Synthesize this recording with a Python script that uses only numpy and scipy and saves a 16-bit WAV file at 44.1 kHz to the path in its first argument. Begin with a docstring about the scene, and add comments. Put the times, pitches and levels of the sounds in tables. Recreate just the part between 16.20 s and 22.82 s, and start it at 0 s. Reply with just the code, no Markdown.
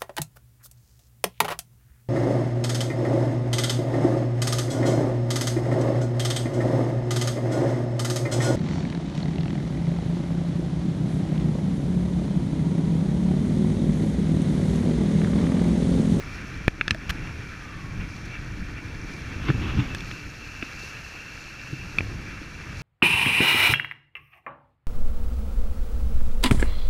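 """On choppy water aboard a small, fast catamaran; the microphone is in a camera in a waterproof case
worn by the helmsman. The wake rushes and fizzes through the resonances of the case, and small waves
slap the hull. Right at the microphone, harness hardware knocks on the case, and clothing rubs and
bumps it as he leans out over the side. Wind buffets the case and briefly whistles."""
import sys
import numpy as np
from scipy import signal
from scipy.fft import rfft, irfft
from scipy.io import wavfile
from scipy.ndimage import uniform_filter1d

SR = 44100
rng = np.random.default_rng(int(sys.argv[2]) if len(sys.argv) > 2 else 0)


def inscribe(sig):
    """Save sig as 16-bit PCM at rate SR to the path in sys.argv[1].

    A 1-D sig is mono; a 2-D sig holds one channel per row.
    Samples are clipped to [-1, 1] before scaling.
    """
    pcm = np.round(np.clip(np.atleast_2d(sig).T, -1, 1) * 32767)
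    wavfile.write(sys.argv[1], SR, pcm.astype(np.int16))


N = 291930
T = np.arange(N) / SR
TOP_HZ = 15100  # upper limit of the camera's sound

# flow along the hull: (time [s], level above cruising [dB])
HULL_FLOW = [(0.1, 2.2), (0.55, -0.8), (1.08, 0.8), (1.7, -1.2), (2.05, -0.3), (2.75, -0.5), (3.3, 2.2),
             (4.2, -0.94), (4.6, 2.5), (5.1, 0.2), (5.9, 1), (6.3, 0), (6.62, 1)]
# swing of the microphone from the bow towards the wake: (time [s], share [0-1])
MIC_TURN = [(2.9, 0.15), (3.7, 1), (5.7, 0.98), (6.1, 0.4)]
# rushing water, heard from inside the case: (frequency [Hz], level [dB])
RUSH_SPECTRUM = [(200, -9.5), (450, -6), (750, -13.5), (1050, -7.5), (1350, -0.5), (1750, 2), (2000, -1.5),
                 (2400, -2), (2900, -13), (3300, -8), (3800, -16), (6000, -48)]
# spray, heard from inside the case: (frequency [Hz], level [dB])
SPRAY_SPECTRUM = [(2500, -12), (3600, -6.5), (4150, -1), (4700, -1.5), (4980, -4.5), (5450, 1.5),
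                  (6200, -2), (7000, -8), (8100, -16), (10400, -13), (11300, -21), (12300, -19),
                  (14000, -24), (15500, -34)]
# change in the water's colour with the microphone on the wake: (frequency [Hz], gain [dB])
WAKE_TILT = [(400, 1.5), (750, 2), (1050, -2.5), (1350, 0), (2100, -1.5), (2700, -0.5), (3500, -2),
             (4300, 2), (5600, -0.5), (7000, 1.5), (8800, -1.5), (10200, -3), (11400, 2.5), (12500, 3),
             (15000, 0)]
# small waves slapping the hull: (time [s], level [dB], half length [s])
HULL_SLAPS = [(1.048, -50, 0.078), (1.81, -43, 0.0091), (2.144, -51, 0.035), (2.586, -50, 0.018)]
# spray flung from the hull: (time [s], level [dB], half length [s])
SPRAY_BURSTS = [(.15, -62, 0.029), (.27, -63, 0.012), (1.95, -64, 0.07), (2.057, -52, 0.006),
                (2.93, -59, 0.054), (3.9, -63, 0.06), (4.595, -56, 0.0061), (4.65, -58, .05),
                (6.6, -54, 0.028)]

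# modes of the case around the microphone: (frequency [Hz], level [dB], t60 [s])
CASE_MODES = [(850, -11, 0.0054), (1300, -1, 0.011), (1722, 6.5, 0.013), (2388, 6, 0.014), (2587, 8, 0.018),
              (3450, 0, 0.0089), (4060, 3, 0.0074), (5400, 5.5, 0.0059), (6370, -2, 0.0051),
              (8200, 3, 0.003), (12400, -23, .003)]
# hardware striking the case: (time [s], level [dB], brightness [Hz], pitch of the spot struck [Hz],
# delay of second contact [s], snap relative to the clack [dB], push on the wall [dB])
HARNESS_KNOCKS = [(0.4801, -5.5, 3180, 2450, 0.00057, -10, -3), (.611, -4, 2900, 2090, 0.0014, -55, -17),
                  (0.6799, -7.5, 5600, 4200, 0.00062, -26, -20.5),
                  (0.708, -3.5, 6160, 2980, 0.001, -28, -20), (0.7464, -20.5, 5000, 1700, 0.0006, -6, -27),
                  (3.3013, -16.5, 1400, 1280, 0.00064, -20, -23),
                  (3.7482, -19, 8560, 3270, 0.00063, -6, -26), (3.806, -25, 6500, 3500, 0.0009, -8, -47),
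                  (3.913, -21.5, 3480, 3380, 0.00096, -28, -31),
                  (4.4253, -16, 2700, 2630, 0.0014, -45, -30),
                  (5.7848, -6.5, 3760, 2500, 0.00088, -17, -22),
                  (5.8067, -16.5, 2560, 2460, 0.00096, -50, -16)]
# the body bumping the case: (time [s], level [dB], pitch [Hz], t60 [s])
BODY_BUMPS = [(.712, -17, 88.5, 0.06), (0.747, -31, 640, 0.027), (0.895, -20.5, 62.5, 0.076),
              (3.291, -9.5, 133.5, 0.075), (3.301, -15, 159, 0.021), (3.345, -14.5, 112, 0.045),
              (3.566, -14.5, 86.7, 0.14), (3.583, -12.5, 126.5, 0.12), (4.427, -24, 280, 0.022),
              (4.635, -34.5, 343, 0.013), (5.529, -19.5, 131.7, 0.049), (6.215, -27.5, 279, 0.022)]

# wind on the case, sheltered while he leans out: (time [s], level [dB])
WIND_LEVEL = [(0.0, -36.5), (0.95, -34.5), (1.4, -38.5), (1.8, -36), (3.05, -34.5), (3.45, -27.5),
              (4.15, -42.5), (5.35, -45.5), (5.9, -33), (6.25, -41.5), (6.62, -36.5)]
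# rumble of that wind: (frequency [Hz], level [dB])
WIND_SPECTRUM = [(12, -11.5), (30, 2.5), (60, 0.5), (120, 0), (180, -5), (240, -10.5), (300, -7.5),
                 (380, -17), (550, -24), (1000, -28), (3000, -74)]
# puffs across the case: (time [s], level [dB], half length [s])
WIND_PUFFS = [(1.05, -37, 0.077), (1.70, -30.5, 0.052), (1.81, -28, 0.039), (2.41, -29, .028),
              (5.95, -36.5, 0.033)]
# rumble of the puffs: (frequency [Hz], level [dB])
PUFF_SPECTRUM = [(40, -2.5), (110, 5), (190, -1), (260, -14), (320, -12), (450, -23), (1500, -60)]

# clothing sliding over the case: (time [s], level [dB], half length [s])
CLOTH_STROKES = [(3.295, -30, 0.013), (3.275, -39.5, 0.044), (3.46, -35, 0.045), (3.59, -32.5, 0.024),
                 (3.55, -41.5, 0.3)]
# cloth on the case: (frequency [Hz], level [dB])
CLOTH_SPECTRUM = [(50, -8), (130, 14.5), (240, 12.5), (310, 13), (420, 6), (520, -19), (780, -4), (1100, 5),
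                  (1700, 0), (2400, 2), (3400, -1.5), (4300, -14.5), (5000, -18.5), (8000, -36),
                  (15000, -57)]
# a fingertip on the case: (frequency [Hz], level [dB])
FINGER_SPECTRUM = [(300, -29), (900, -6), (1700, 4.5), (2200, -6), (2700, 4), (3200, -2.5), (4200, -6.5),
                   (6000, -12.5), (8000, -21.5), (12500, -22), (15500, -25)]


def water(rush_db=-44.5, spray_db=-54.5, wake_spray_db=3, bow_ring_db=-58, wake_ring_db=-46):
    """Churn and bursting foam at the hull grow with the flow; air in the case rings in two bands."""
    flow = undb(curve(HULL_FLOW))
    turn = curve(MIC_TURN)
    churn = flutter(rate_hz=35, depth_db=1.5)
    churn += undb(-11) * bubbles(low_hz=702, high_hz=3400, cycles=15.3, spread_db=2.5, count=7000)
    foam = flutter(rate_hz=44, depth_db=0.5)
    foam += undb(-8.5) * bubbles(low_hz=3050, high_hz=13500, cycles=17, spread_db=3, count=10000)
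    slaps = swells(HULL_SLAPS)
    low_ring = resonate(flutter(rate_hz=22, depth_db=2), hz=2349, width_hz=210)
    high_ring = resonate(flutter(rate_hz=27, depth_db=1.5), hz=2670, width_hz=215)
    rush = colour(churn, RUSH_SPECTRUM) + undb(-5.5) * low_ring
    # pointed at the wake, the microphone picks up more ring and more spray
    ring_gain = (1 - turn) * undb(bow_ring_db) + turn * undb(wake_ring_db)
    spray_gain = flow ** 0.8 * undb(spray_db + wake_spray_db * turn) + swells(SPRAY_BURSTS)
    wash = rush * (flow * undb(rush_db) + slaps)
    wash += high_ring * (flow * ring_gain + slaps)
    wash += colour(foam, SPRAY_SPECTRUM) * spray_gain
    return (1 - turn) * wash + turn * equalise(wash, WAKE_TILT)


def harness_knocks(contact_s=0.00032, crack_s=0.004, push_s=0.00053, rebound_s=0.0029):
    """Hardware hits right at the microphone: the case rings and cracks, and its wall is pushed in."""
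    out, t = np.zeros(N), T[:SR // 10]
    hz, mode_db, t60 = np.transpose(CASE_MODES)[:, :, None]
    snap = lowpass(signal.unit_impulse(len(t), int(contact_s * SR)), hz=4500, order=1)
    # the pressure rises at once, then leaks away and swings slightly under
    push = t / push_s * np.exp(1 - t / push_s)
    push -= push_s * t / rebound_s ** 2 * np.exp(1 - t / rebound_s)
    for s, db, bright_hz, spot_hz, second_s, snap_db, push_db in HARNESS_KNOCKS:
        # the spot struck drives its own modes hardest; each blow's brightness sets how far up the modes it
        # reaches
        spot_db = 7 * np.exp(-(np.log2(hz / spot_hz) / 0.23) ** 2)
        drive = undb(mode_db + spot_db) / np.hypot(1, (hz / bright_hz) ** 4)
        modes = drive * np.sin(2 * np.pi * hz * t) * decay(t, t60)
        ring = modes[::2].sum(axis=0) - modes[1::2].sum(axis=0)
        ring *= 1 - np.exp(-t / contact_s)
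        crack = lowpass(rng.standard_normal(len(t)), bright_hz, order=3) * np.exp(-t / crack_s)
        touch = unit_peak(ring) + undb(-19) * crack
        # a second contact follows so closely that it only hollows the colour
        clack = touch + undb(-2) * np.interp(t - second_s, t, touch, left=0)
        blow = unit_peak(clack) + undb(snap_db) * unit_peak(snap)
        add(out, s, undb(db) * blow + undb(push_db) * push)
    return out


def body_bumps(rise_s=0.0034, overtone_db=-7, padding_hz=450):
    """Padded blows rock the case on its mount in dull thuds; the padding swallows high overtones."""
    out, t = np.zeros(N), T[:SR // 4]
    for s, db, hz, t60 in BODY_BUMPS:
        overtone_hz = 2.3 * hz
        overtone_gain = undb(overtone_db) / np.hypot(1, (overtone_hz / padding_hz) ** 4)
        swing = np.sin(2 * np.pi * hz * t) + overtone_gain * np.sin(2 * np.pi * overtone_hz * t)
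        thud = swing * (1 - np.exp(-t / rise_s)) * decay(t, t60)
        add(out, s, undb(db) * unit_peak(thud))
    return out


def wind_buffet():
    """Eddies beat directly on the case: a low rumble with brief puffs."""
    rumble = colour(flutter(rate_hz=70, depth_db=0.84), WIND_SPECTRUM)
    puffs = colour(flutter(rate_hz=60, depth_db=2.5), PUFF_SPECTRUM)
    return rumble * undb(curve(WIND_LEVEL)) + puffs * swells(WIND_PUFFS)


def cloth_rub():
    """Clothing drags over the case in uneven strokes as he leans out."""
    return colour(flutter(rate_hz=130, depth_db=2), CLOTH_SPECTRUM) * swells(CLOTH_STROKES)


def finger_graze(start_s=0.895, level_db=-26, hold_s=0.0145, edge_s=0.0025):
    """A fingertip catches the case, slides and lets go."""
    since = T - start_s
    contact = np.clip(1 + np.minimum(since, hold_s - since) / edge_s, 0, 1)
    return colour(flutter(rate_hz=900, depth_db=1.3), FINGER_SPECTRUM) * undb(level_db) * contact


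def wind_whistle(middle_s=1.51, level_db=-49.5, half_s=0.24, middle_hz=1173, rest_hz=1016, sag_s=0.27):
    """Air sings faintly on an edge for a moment, its pitch sinking ever more slowly."""
    hz = rest_hz + (middle_hz - rest_hz) * np.exp(np.minimum((middle_s - T) / sag_s, 2))
    phase = 2 * np.pi * np.cumsum(hz) / SR
    breathy_tone = unit_rms(wander(rate_hz=100) * np.sin(phase) + wander(rate_hz=100) * np.cos(phase))
    return breathy_tone * swells([(middle_s, level_db, half_s)])


def bubbles(low_hz, high_hz, cycles, spread_db, count):
    """Bubbles ring as short rising pings, a few much louder than the rest; rms 1."""
    when, pitch, rank = rng.random((count, 3)).T[:, :, None]
    hz = low_hz * (high_hz / low_hz) ** pitch
    samples = np.arange(400)
    turns = hz * samples / SR
    age = np.minimum(turns / cycles, 2)
    gain = undb(-spread_db * np.log(np.maximum(rank, 0.004)))
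    pings = gain * np.sin(2 * np.pi * turns * (1 + 0.11 * age)) * decay(age, 1)
    positions = (when * N).astype(int) + samples
    return unit_rms(np.bincount(positions.ravel(), pings.ravel())[:N])


def gain_control(x, threshold_db=-9, slope=0.34, release_db_per_s=28, attack_hz=18):
    """Loud peaks quickly pull the camera's gain down; it then creeps back."""
    fall = release_db_per_s * T
    level_db = 20 * np.log10(np.abs(x) + 1e-9)
    held_db = np.maximum.accumulate(level_db + fall, axis=-1) - fall
    excess_db = lowpass(np.maximum(held_db - threshold_db, 0), attack_hz, order=1)
    return x * undb(-slope * excess_db)


def undb(db):
    """Decibels to gain."""
    return 10 ** (np.asarray(db) / 20)


def unit_rms(x):
    """Scale to rms 1."""
    return x / np.sqrt(np.mean(x ** 2))


def unit_peak(x):
    """Scale to peak 1."""
    return x / np.abs(x).max()


def decay(t, t60):
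    """A fade of 60 dB every t60."""
    return np.exp(-np.log(1000) * t / t60)


def curve(table):
    """Timed points joined by straight lines."""
    return np.interp(T, *np.transpose(table))


def swells(table):
    """A sum of bell-shaped swells."""
    return sum(undb(db) * np.exp(-((T - s) / half) ** 2) for s, db, half in table)


def wander(rate_hz):
    """Random steps, smoothed twice; rms 1."""
    hold = max(int(SR / rate_hz), 1)
    steps = np.repeat(rng.standard_normal(N // hold + 1), hold)
    return unit_rms(uniform_filter1d(uniform_filter1d(steps, hold), hold)[:N])


def flutter(rate_hz, depth_db):
    """Noise whose level flickers; rms 1."""
    return unit_rms(rng.standard_normal(N) * undb(depth_db * wander(rate_hz)))


def equalise(x, spectrum):
    """Filter by a curve of gain over log frequency."""
    hz, db = np.transpose(spectrum)
    bins_hz = np.maximum(np.arange(N // 2 + 1) * SR / N, 1)
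    return irfft(rfft(x) * undb(np.interp(np.log(bins_hz), np.log(hz), db)), N)


def colour(x, spectrum):
    """Give a noise its spectrum; rms 1."""
    return unit_rms(equalise(x, spectrum))


def resonate(x, hz, width_hz):
    """A steep resonance: the same band-pass twice; rms 1."""
    b, a = signal.iirpeak(hz, hz / width_hz, fs=SR)
    return unit_rms(signal.lfilter(b, a, signal.lfilter(b, a, x)))


def lowpass(x, hz, order):
    """Butterworth low-pass."""
    return signal.sosfilt(signal.butter(order, min(hz, TOP_HZ), fs=SR, output="sos"), x)


def add(out, s, sound):
    """Mix a short sound in at s seconds."""
    start = int(s * SR)
    out[start:start + len(sound)] += sound[:N - start]


def scene():
    """Everything reaches one microphone inside the case."""
    outdoors = water() + wind_buffet() + wind_whistle()
    handling = cloth_rub() + finger_graze() + harness_knocks() + body_bumps()
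    return (outdoors + handling)[None]


def record(dry):
    """The camera ducks after knocks, clips at full scale and cuts the top."""
    clipped = np.clip(gain_control(dry), -1, 1)
    return signal.sosfilt(signal.ellip(8, 0.2, 70, TOP_HZ, fs=SR, output="sos"), clipped)


dry = scene()
out = record(dry)
inscribe(out)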